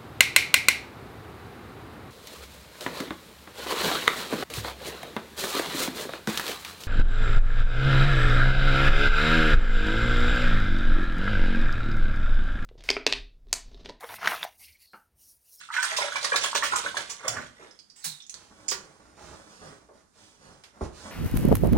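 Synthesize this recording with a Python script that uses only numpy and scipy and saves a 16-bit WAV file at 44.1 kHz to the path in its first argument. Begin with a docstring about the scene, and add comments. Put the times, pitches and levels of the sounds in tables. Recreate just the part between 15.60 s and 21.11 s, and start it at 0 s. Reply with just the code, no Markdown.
"""Hands slosh and rinse in a basin of water in a small tiled bathroom: each hand stroke stirs clouds of
ringing bubbles and fizzing foam, gulps air and presses out bursts of froth. A few drops then click,
water is flicked off as showers of fine grains, wet fingers squeak, the drain answers with a sinking glug
and a sharp wet slap rings low. Last, a towel is picked up, rubbed as shaped noise, pulled away with a tick and
dropped with damped thuds. Changing sound paths and dense tile echoes surround it, over a quiet steady noise."""
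import sys
import numpy as np
from scipy import signal
from scipy.fft import rfft, irfft
from scipy.io import wavfile
from scipy.ndimage import uniform_filter1d

SR = 44100
rng = np.random.default_rng(int(sys.argv[2]) if len(sys.argv) > 2 else 0)


def master_out(mix):
    """Clip the mix to full scale and print it as 16-bit PCM to the path in sys.argv[1]."""
    frames = np.transpose(np.atleast_2d(mix))
    ceiling = np.clip(frames, -1, 1)
    pcm = np.round(ceiling * 32767).astype(np.int16)
    wavfile.write(sys.argv[1], SR, pcm)


N = 242991
TIME = np.arange(N) / SR
# Table levels are relative: the sources and the mix apply further gains.


def from_db(db):
    """Logarithmic level: decibels to amplitude gain."""
    return 10 ** (np.asarray(db) / 20)


def rms_one(x):
    """Normalisation: scale to unit rms."""
    return x / np.sqrt(np.mean(x ** 2) + 1e-20)


def in_time(rows):
    """Linear interpolation: each column of a curve at every sample."""
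    s, *columns = np.transpose(rows)
    return [np.interp(TIME, s, c) for c in columns]


def at_hz(points, hz):
    """Logarithmic frequency: read a table on a log-frequency axis."""
    f, value = np.transpose(points)
    return np.interp(np.log(np.maximum(hz, 1)), np.log(f), value)


def colour(x, spectrum):
    """Spectral shaping: weight the spectrum by a smooth curve; rms 1."""
    n = x.shape[-1]
    gain = from_db(at_hz(spectrum, np.fft.rfftfreq(n, 1 / SR)))
    return rms_one(irfft(rfft(x) * gain, n))


def resonate(x, hz, width_hz):
    """Damped resonance: a two-pole filter with gain 1 at its peak."""
    r = np.exp(-np.pi * width_hz / SR)
    zeros = np.array([1, 0, -1]) * (1 - r * r) / 2
    poles = [1, -2 * r * np.cos(2 * np.pi * hz / SR), r * r]
    return signal.lfilter(zeros, poles, x + 1e-18)


def drift(per_s):
    """Slow random modulation: interpolated chance values with spread 1."""
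    knots = rng.standard_normal(2048)
    return rms_one(np.interp(TIME * per_s, np.arange(len(knots)), knots))


def grains(n, per_s, spread_db):
    """Shot noise: random clicks of uneven size and either sign."""
    luck = (1 - rng.random(n)) * SR / per_s
    at = np.flatnonzero(luck < 1)
    out = np.zeros(n)
    size_db = spread_db * np.minimum(-np.log(luck[at]), 4)
    out[at] = (-1) ** at * from_db(size_db)
    return out


def add(track, s, sound):
    """Superposition: lay a sound into a track at a time."""
    i = max(round(s * SR), 0)
    track[..., i:i + sound.shape[-1]] += sound[..., :N - i]


def panned(x, pan_db):
    """Level difference between the ears: pan at constant power, positive to the left."""
    gains = from_db(np.array([[pan_db], [-pan_db]]) / 2)
    return x * gains / np.sqrt(np.mean(gains ** 2))


def swell(attack, length):
    """Transient envelope: a quick rise and a rounded fall."""
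    t = TIME[:SR // 4]
    return (1 - np.exp(-t / attack)) * np.exp(-(t / length) ** 1.7)


def gesture(t, rise, steepness):
    """Movement of the hand: speeds up to 1 after its rise time, then eases off more slowly."""
    u = np.maximum(t, 0) / rise
    return (u * np.exp(1 - u)) ** steepness


def gestures(moves, steepness):
    """Energy sum of overlapping movements (start s, rise s, dB); steeper ones stand further apart."""
    t = TIME[::SR // 1000]
    energy = sum((from_db(db) * gesture(t - s, rise, steepness)) ** 2 for s, rise, db in moves)
    return np.interp(TIME, t, np.sqrt(energy))


# spectrum of the steady background: f/Hz, level/dB
QUIET_SPECTRUM = [(30, -10), (120, -6.5), (200, -2.5), (600, -15.5), (1400, -13), (2700, -26), (6400, -19),
                  (9500, -20), (12000, -30.5), (15500, -50.5)]


def quiet_background():
    """Stationary noise: independent coloured noise in the two channels."""
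    return from_db(-68) * colour(rng.standard_normal((2, N)), QUIET_SPECTRUM)


def while_moving(x, patterns, moves_per_s=6):
    """Time-varying transmission: as the hands move, one pattern of sound paths gives way to the next."""
    out, n = 0, len(patterns)
    for k, paths in enumerate(patterns):
        # the patterns take turns in a cycle, crossfading at equal power
        distance = np.abs((TIME * moves_per_s - k + n / 2) % n - n / 2)
        share = np.clip(3 - 5 * distance, 0, 1)
        out = out + signal.oaconvolve((x * np.sqrt(share))[None], paths, axes=1)[:, :N]
    return out


# reverberation time of the tiled room: f/Hz, T60/s
ROOM_T60 = [(100, 0.39), (1500, 0.39), (5000, 0.28), (9000, 0.28), (15000, 0.19)]


def tile_echoes(first=0.0028, early=1.0, early_s=0.0054):
    """Reverberation: dense reflections, strongest early, decaying band by band; mean channel energy 1."""
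    t = TIME[:SR // 2]
    hz = np.fft.rfftfreq(len(t), 1 / SR)
    mid, side = rfft(rng.standard_normal((2, len(t))))
    # long waves reach both microphones together
    alike = .8 / (1 + (hz / 280) ** 2)
    noise = np.sqrt(1 + alike) * mid + np.sqrt(np.maximum(1 - alike, 0)) * side * [[1], [-1]]
    out = 0
    for k, (_, t60) in enumerate(ROOM_T60):
        share = at_hz([(f, j == k) for j, (f, _) in enumerate(ROOM_T60)], hz)
        decay = np.exp(-np.log(1000) * t / t60)
        out = out + irfft(noise * share, len(t)) * decay
    out = out * (t > first) * (1 + early * np.exp(-t / early_s))
    return out / np.sqrt(np.sum(out ** 2) / 2)


def bathroom(x, count=5):
    """Reverberant field: the changing reflections from the tiles."""
    return while_moving(x, [tile_echoes() for _ in range(count)])


def port_paths(left_lead_s, clear_hz=1400, scatter_s=0.000975):
    """Diffraction: long waves reach the ports straight, one first; short ones detour round body and bowl."""
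    n = SR // 50
    hz = np.fft.rfftfreq(n, 1 / SR)
    unevenness = uniform_filter1d(rng.standard_normal((2, len(hz))), size=9)
    detour = scatter_s * np.abs(rms_one(unevenness))
    lead = np.maximum([[-left_lead_s], [left_lead_s]], 0)
    delay = lead + detour * hz ** 2 / (hz ** 2 + clear_hz ** 2)
    # phase is the group delay summed over frequency
    turns = (np.cumsum(delay, axis=1) - delay[:, :1]) * hz[1]
    return irfft(np.exp(-2j * np.pi * turns), n)


def to_ports(x, left_lead_s, count=5):
    """Direct field: changing paths to the two microphone ports."""
    return while_moving(x, [port_paths(left_lead_s) for _ in range(count)])


# rubs of shirt and towel: start t/s, time to full speed t/s, rumple level/dB, fibre hiss level/dB
RUBS = [(2.704,0.097,-56.5,-55), (2.85,0.25,-51.5,-57), (3.381,0.098,-55.5,-64.5), (3.536,0.13,-45,-50),
        (3.82,0.13,-55.5,-54), (3.983,0.074,-43,-52), (4.317,0.05,-56,-63.5), (4.515,0.11,-57.5,-55.5),
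        (4.769,0.099,-52.5,-56), (5.11,0.082,-51,-62.5), (5.198,0.034,-45,-48.5), (5.3,0.11,-49,-48),
        (5.42,0.043,-40,-49.5)]
# spectrum of the folds: f/Hz, level/dB
RUMPLE_SPECTRUM = [(25, -17), (55, -0.5), (100, -2), (200, -1.5), (350, -2.5), (550, -3.5), (850, -6.5),
                   (1300, -7.5), (2100, -15), (4500, -75)]
# spectrum of the fibres: f/Hz, level/dB
FIBRE_SPECTRUM = [(300, -41), (1200, 1), (2500, 4.5), (4500, 3.5), (6400, 5), (7500, 3), (9500, 1.5),
                  (11500, -16.5), (16000, -14.5)]


def towel(rumple_db=-2, hiss_db=-3, steepness=1.8):
    """Friction noise: with each rub the folds rumple low while the fibres hiss."""
    rumple = gestures([(s, rise, db) for s, rise, db, _ in RUBS], steepness)
    hiss = gestures([(s, rise, db) for s, rise, _, db in RUBS], steepness)
    folds = colour(grains(N, per_s=1800, spread_db=2.0), RUMPLE_SPECTRUM)
    folds = folds * from_db(1.6 * drift(70))
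    fibres = colour(grains(N, per_s=15000, spread_db=3.0), FIBRE_SPECTRUM)
    return from_db(rumple_db) * rumple * folds + from_db(hiss_db) * hiss * fibres


# the towel's tick: t/s, level/dB, upper band edge f/Hz
SNAP = (5.037, -30, 5600)


def snap():
    """Impulse response: one dry, broad tick as the towel is pulled away."""
    s, db, hz = SNAP
    click = np.zeros(N)
    add(click, s, np.ones(1))
    band = signal.butter(1, [hz / 10, hz], "band", fs=SR, output="sos")
    tick = signal.sosfilt(band, click + 1e-18)
    soften = signal.butter(2, 10000, fs=SR, output="sos")
    return from_db(db) * signal.sosfilt(soften, tick) / tick.max()


# soft blows of water and cloth: t/s, level/dB, f/Hz, length t/s
THUDS = [(1.68,-43.5,118,0.078), (1.768,-39.5,111,0.052), (1.986,-49,377,0.1), (4.285,-51,850,.014),
         (4.285,-46,448,.035), (5.207,-31.5,805,0.018), (5.208,-24.5,298,0.024), (5.212,-27.5,126,0.016),
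         (5.214,-22.5,56,0.017)]


def thuds(level_db=-2, damping=0.39, soft_hz=1900):
    """Heavy damping: dull blows as broad resonances of noise, stripped of treble."""
    out = np.zeros(N)
    for s, db, hz, length in THUDS:
        push = resonate(rng.standard_normal(SR // 4), hz, damping * hz)
        push = resonate(push, hz, 2 * hz)
        shape = swell(0.0042, length)
        blow = rms_one(push * shape) * np.sqrt(np.mean(shape ** 2))
        add(out, s, from_db(db + level_db) * blow)
    return signal.sosfilt(signal.butter(4, soft_hz, fs=SR, output="sos"), out + 1e-18)


# the drain's hollow answer to the first flick: t/s, level/dB, f/Hz, length t/s
GLUG = (2.455, -41.5, 180, .058)


def drain(sag=.19, sag_s=.03):
    """Air-pocket oscillation: air shifts in the pipe; its pitch wobbles and sinks as it burbles away."""
    s, db, hz, length = GLUG
    t = TIME[:SR // 4]
    pitch = hz * (1 - sag * (1 - np.exp(-t / sag_s)) + .05 * drift(110)[:len(t)])
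    burble = from_db(3 * drift(80)[:len(t)])
    tone = np.sin(2 * np.pi * np.cumsum(pitch) / SR)
    out = np.zeros(N)
    add(out, s, from_db(db) * tone * swell(0.025, length) * burble)
    return out


# wet fingers squeaking around the first flick: t/s, f/Hz, level/dB
SQUEAK = [(2.398, 4300, -72), (2.455, 4220, -43), (2.51, 3950, -46), (2.59, 3640, -62)]


def wet_skin(level_db=0, slips_per_s=2500, width_hz=280):
    """Stick-slip: wet fingers slide in uneven slips, a hoarse squeak that falls in pitch."""
    hz, db = in_time(SQUEAK)
    sliding = (TIME > SQUEAK[0][0]) & (TIME < SQUEAK[-1][0])
    # a resonance that follows the pitch: shift it to zero, smooth, shift back
    turn = np.exp(2j * np.pi * np.cumsum(hz) / SR)
    slips = grains(N, slips_per_s, spread_db=3.0)
    ringing = signal.lfilter([1], [1, -np.exp(-np.pi * width_hz / SR)], slips / turn)
    squeak = np.real(turn * ringing)
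    return from_db(db + level_db) * sliding * rms_one(np.gradient(squeak))


# spectrum of the tiny bursting cells: f/Hz, level/dB
SPRAY_SPECTRUM = [(60, -41), (300, -14), (900, 0.5), (2000, 3), (4000, 0), (6500, 3), (9000, -0.5),
                  (11000, -4.5), (13000, -32.5), (15000, -6)]


def burst(hz, length, focus, width_hz, attack):
    """Shot noise with a resonance: a cloud of tiny bursting cells, brightest at the commonest cell size."""
    cells = colour(grains(SR // 4, per_s=17000, spread_db=2.0), SPRAY_SPECTRUM)
    commonest = rms_one(resonate(cells, hz, width_hz))
    return rms_one(cells + focus * commonest) * swell(attack, length)


def bubble(hz, t60, rise):
    """Bubble resonance: a decaying tone whose pitch glides by the share `rise` over its ring time."""
    t = TIME[:SR // 4]
    age = np.minimum(t / t60, 1)
    tone = np.sin(2 * np.pi * np.cumsum(hz * (1 + rise * age)) / SR)
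    decay = np.exp(-np.log(1000) * (t / t60) ** 0.98)
    onset = 1 - np.exp(-t * hz)
    return tone * decay * onset


# drops and small clicks: t/s, level/dB, f/Hz, ring T60/s, glide as a share of the pitch
DROPS = [(2.109,-38,5160,0.023,0), (2.189,-34,4800,0.037,0), (2.299,-37,4830,0.034,-.1),
         (2.602,-35,3545,.05,0.14), (2.621,-36.5,5830,0.027,-0.43), (2.665,-34,6700,.0088,0),
         (2.695,-16,6850,0.0072,-0.072), (2.741,-16.5,4530,0.0039,-0.073)]


def drops(level_db=0, tick=0.24, ring=0.34):
    """Impact and entrainment: a drop lands with a tick and traps a tiny bubble that rings or chirps."""
    out = np.zeros(N)
    for s, db, hz, t60, glide in DROPS:
        # a brief tick is also a broad one
        splash = burst(hz, t60 / 4, focus=4.7, width_hz=12 / t60, attack=0.0001)
        trapped = bubble(hz, t60, rise=glide)
        add(out, s, from_db(db + level_db) * (tick * splash + ring * trapped))
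    return out


# water flicked off the hands: t/s, level/dB, brightest f/Hz, length t/s, strength of that pitch over the spray
FLICKS = [(2.358,-51.5,8000,0.29,0.94), (2.441,-29.5,13200,.04,1.8), (2.442,-30.5,8500,0.039,1.6),
          (3.081,-23.5,6650,0.028,8.4), (3.109,-30,4630,0.029,2.5), (3.115,-30.5,1370,0.027,1.5),
          (3.107,-35,13600,0.024,2.6)]


def flicks(level_db=-3):
    """Superposed impacts: showers of fine droplets hit the tiles."""
    out = np.zeros(N)
    for s, db, hz, length, focus in FLICKS:
        shower = burst(hz, length, focus=focus, width_hz=1200, attack=0.001)
        add(out, s, from_db(db + level_db) * shower)
    return out


# froth pressed out between the hands: t/s, level/dB, brightest f/Hz, length t/s
SQUIRTS = [(0.226,-17,8400,0.0063), (0.363,-22,3300,0.018), (0.557,-25.5,2380,0.01),
           (0.643,-18,4260,0.0071), (0.757,-14,4000,0.0086), (0.836,-15.5,3280,0.0071),
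           (0.949,-18,6300,0.004), (1.028,-26.5,2210,0.044), (1.158,-15,7700,0.0057),
           (1.368,-21,3380,0.0072), (1.494,-30.5,6400,0.021), (1.678,-10,6740,0.0049)]


def squirts(level_db=-2):
    """Collective bursting: froth is pressed out between the hands."""
    out = np.zeros(N)
    for s, db, hz, length in SQUIRTS:
        froth = burst(hz, length, focus=1.0, width_hz=1800, attack=0.004)
        add(out, s, from_db(db + level_db) * froth)
    return out


# large air pockets as water closes around the hands, and last the low ring of a sharp wet slap:
# t/s, level/dB, f/Hz, ring T60/s
GULPS = [(.088,-33,1300,.03), (.102,-24,1268,0.062), (.165,-12,1660,0.022), (.18,-18,1495,0.093),
         (.228,-7.5,1680,0.0091), (.316,-29,636,0.1), (.385,-12,1013,0.024), (.386,-18,570,.03),
         (.423,-21,870,0.0092), (.443,-19,612,0.036), (.521,-17,1470,0.013), (.556,-18.5,2323,0.046),
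         (.557,-13.5,1050,0.019), (.646,-16,1120,0.019), (.718,-14,1648,0.08), (.722,-15,512,0.024),
         (.74,-14.5,1082,0.032), (.755,-10.5,467,0.017), (.843,-11.5,1054,0.016), (.844,-16.5,550,.02),
         (.858,-16,1670,0.02), (.930,-11,1070,.009), (.951,-5,1050,0.0087), (1.024,-10.5,1800,0.014),
         (1.03,-16,1130,0.033), (1.122,-14,1414,0.028), (1.134,-13,1040,0.032), (1.158,-11,1260,0.024),
         (1.261,-18,1498,0.038), (1.344,-14.5,997,0.012), (1.368,-14,1636,0.013), (1.647,-15.5,574,0.014),
         (1.658,-13.5,493,0.017), (1.678,-10,633,0.012), (1.784,-26.5,1464,.034), (3.117,-15,370,0.03),
         (3.117,-20,1150,0.016)]


def gulps(level_db=-1, small_db=-15, scatter=0.3, lag=0.0075, lowest_hz=400, count=7):
    """Resonance of trapped air: each large ring comes with a few smaller and larger bubbles."""
    out = np.zeros(N)
    for s, db, hz, t60 in GULPS:
        add(out, s, from_db(db + level_db) * bubble(hz, t60, rise=0.077))
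        for size, delay, sign in np.clip(rng.standard_normal((count, 3)), -1.5, 1.5):
            shed = bubble(hz * np.exp(scatter * size), 0.87 * t60, rise=0.017)
            add(out, s + lag * abs(delay), from_db(db + small_db) * np.sign(sign) * shed)
    # the bubbles are stripped of their bass
    return signal.sosfilt(signal.butter(2, lowest_hz, "high", fs=SR, output="sos"), out + 1e-18)


# hand strokes, about ten a second, then slower and lighter:
# start t/s, time to full push t/s, slosh level/dB, fizz level/dB
STROKES = [(-.05,0.046,-41,-39), (0.108,0.05,-25,-29), (0.21,0.039,-23,-24), (.278,0.044,-26,-31),
           (.374,0.057,-27,-29), (0.516,0.04,-29,-32.5), (.603,0.046,-27.5,-27), (.712,0.037,-25.5,-29.5),
           (.807,0.034,-28,-21.5), (0.943,0.015,-20.5,-18), (1.006,0.027,-25.5,-29.5),
           (1.106,0.025,-23,-27), (1.15,.03,-30.5,-27), (1.227,0.03,-27,-29), (1.331,0.043,-28,-32),
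           (1.459,0.043,-43,-40), (1.575,0.043,-40.5,-52), (1.625,0.039,-28.5,-37.5),
           (1.712,0.054,-28,-40.5), (1.934,0.088,-45,-53)]
# how deep the hands dig: t/s, lowest bubble f/Hz
DEPTH = [(.22, 1150), (.38, 500), (.7, 520), (.73, 390), (1.5, 288), (1.66, 260), (2.0, 130)]
# spectrum of the bubble clumps: f/Hz, level/dB
SLOSH_SPECTRUM = [(160, -15), (300, -1), (550, 0.5), (760, -4.5), (1000, -2), (1250, 1), (1600, -1),
                  (2100, 1), (2600, -16)]
# spectrum of the foam: f/Hz, level/dB
FIZZ_SPECTRUM = [(300, -28.5), (1200, -4), (2300, 2), (3500, 6.5), (5000, -1), (6300, 2.5), (7200, -0.5),
                 (9000, -0.5), (10500, -9), (12500, -27.5), (16000, -6.5)]
# spectrum of the heaving water: f/Hz, level/dB
WAVE_SPECTRUM = [(25, -11), (60, 0), (120, 2), (250, 0.5), (500, -14.5), (1500, -58.5)]


def lather(slosh_db=-6, fizz_db=-6, heave_db=-23, heave_hz=380, sharpness=16, cell_sharpness=16, count=24):
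    """Bubble-size resonance: strokes stir clumps and foam; deeper ones free larger bubbles and heave water."""
    pushes = [(s, rise, db) for s, rise, db, _ in STROKES]
    slosh = gestures(pushes, 3.5)
    # less steep: the water goes on rocking between strokes, and the foam lingers
    rocking = gestures(pushes, 0.77)
    fizz = gestures([(s, 0.98 * rise, db) for s, rise, _, db in STROKES], 1.34)
    lowest_hz, = in_time(DEPTH)
    clumps = from_db(2.5 * drift(170))
    cloud, foam = np.zeros(N), np.zeros(N)
    for hz in np.geomspace(160, 2400, count):
        stirred = clumps * grains(N, per_s=160, spread_db=4.5)
        rings = rms_one(resonate(stirred, hz, hz / sharpness))
        freed = 1 / np.sqrt(1 + (lowest_hz / hz) ** 8)
        cloud += rings * np.sqrt(hz) * from_db(at_hz(SLOSH_SPECTRUM, hz)) * freed
    for hz in np.geomspace(2200, 14000, count):   # foam cells of one size ring alike
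        cells = clumps * grains(N, per_s=170, spread_db=3.5)
        foam += np.sqrt(hz) * rms_one(resonate(cells, hz, hz / cell_sharpness))
    heave = colour(rng.standard_normal(N), WAVE_SPECTRUM) / (1 + (lowest_hz / heave_hz) ** 3)
    stirring = from_db(slosh_db) * slosh * rms_one(cloud)
    fizzing = from_db(fizz_db) * fizz * colour(foam, FIZZ_SPECTRUM)
    return stirring + fizzing + from_db(heave_db) * rocking * heave


# resonances of the basin: f/Hz, width f/Hz, level/dB
BASIN_MODES = [(581, 50, -6.5), (960, 25, 3), (1150, 36, -4.5), (1427, 128, -6.5), (1595, 410, -6.5),
               (2004, 110, -7)]


def basin(x):
    """Modal resonance: the bowl rings along with the water."""
    return x + sum(from_db(db) * resonate(x, hz, width) for hz, width, db in BASIN_MODES)


def scene(water_db=-3, froth_db=1.0, flick_db=0, drop_db=-2.0, cloth_db=-2.0):
    """Precedence: basin and towel arrive first at the left, flicks and drops at the right; the room joins."""
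    water, froth = basin(gulps() + lather()), squirts()
    shaken, clicks = flicks() + wet_skin(), drops()
    cloth, tick = towel() + thuds(), snap()

    at_basin = from_db(water_db) * water + from_db(froth_db) * froth + drain()
    at_hands = from_db(flick_db) * shaken + from_db(drop_db) * clicks
    at_towel = from_db(cloth_db) * cloth + tick
    direct = to_ports(at_basin, left_lead_s=0.00016)
    direct = direct + panned(to_ports(at_hands, left_lead_s=-0.000316), pan_db=-4)
    direct = direct + to_ports(at_towel, left_lead_s=0.0002326)

    # each source excites the room at its own level
    sent = from_db(-7.0) * water + from_db(1.5) * froth + from_db(-3.5) * shaken
    sent = sent + clicks + from_db(-5.0) * cloth + from_db(7.5) * tick
    return direct + bathroom(sent) + quiet_background()


# colour of the left port against the right: f/Hz, left minus right level/dB
PORT_TILT = [(100, -3), (600, -1), (1300, -4.5), (2800, -4), (5000, -12), (9000, -2.5), (14000, 2)]


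def record(dry, cutoff_hz=16200):
    """Transducer response: each port has its own colour; the top is cut steeply."""
    tilt_db = at_hz(PORT_TILT, np.fft.rfftfreq(N, 1 / SR))
    heard = irfft(rfft(dry) * from_db(tilt_db * np.array([[.5], [-.5]])), N)
    return signal.sosfilt(signal.ellip(10, .3, 80, cutoff_hz, fs=SR, output="sos"), heard)


dry = scene()
out = record(dry)
master_out(out)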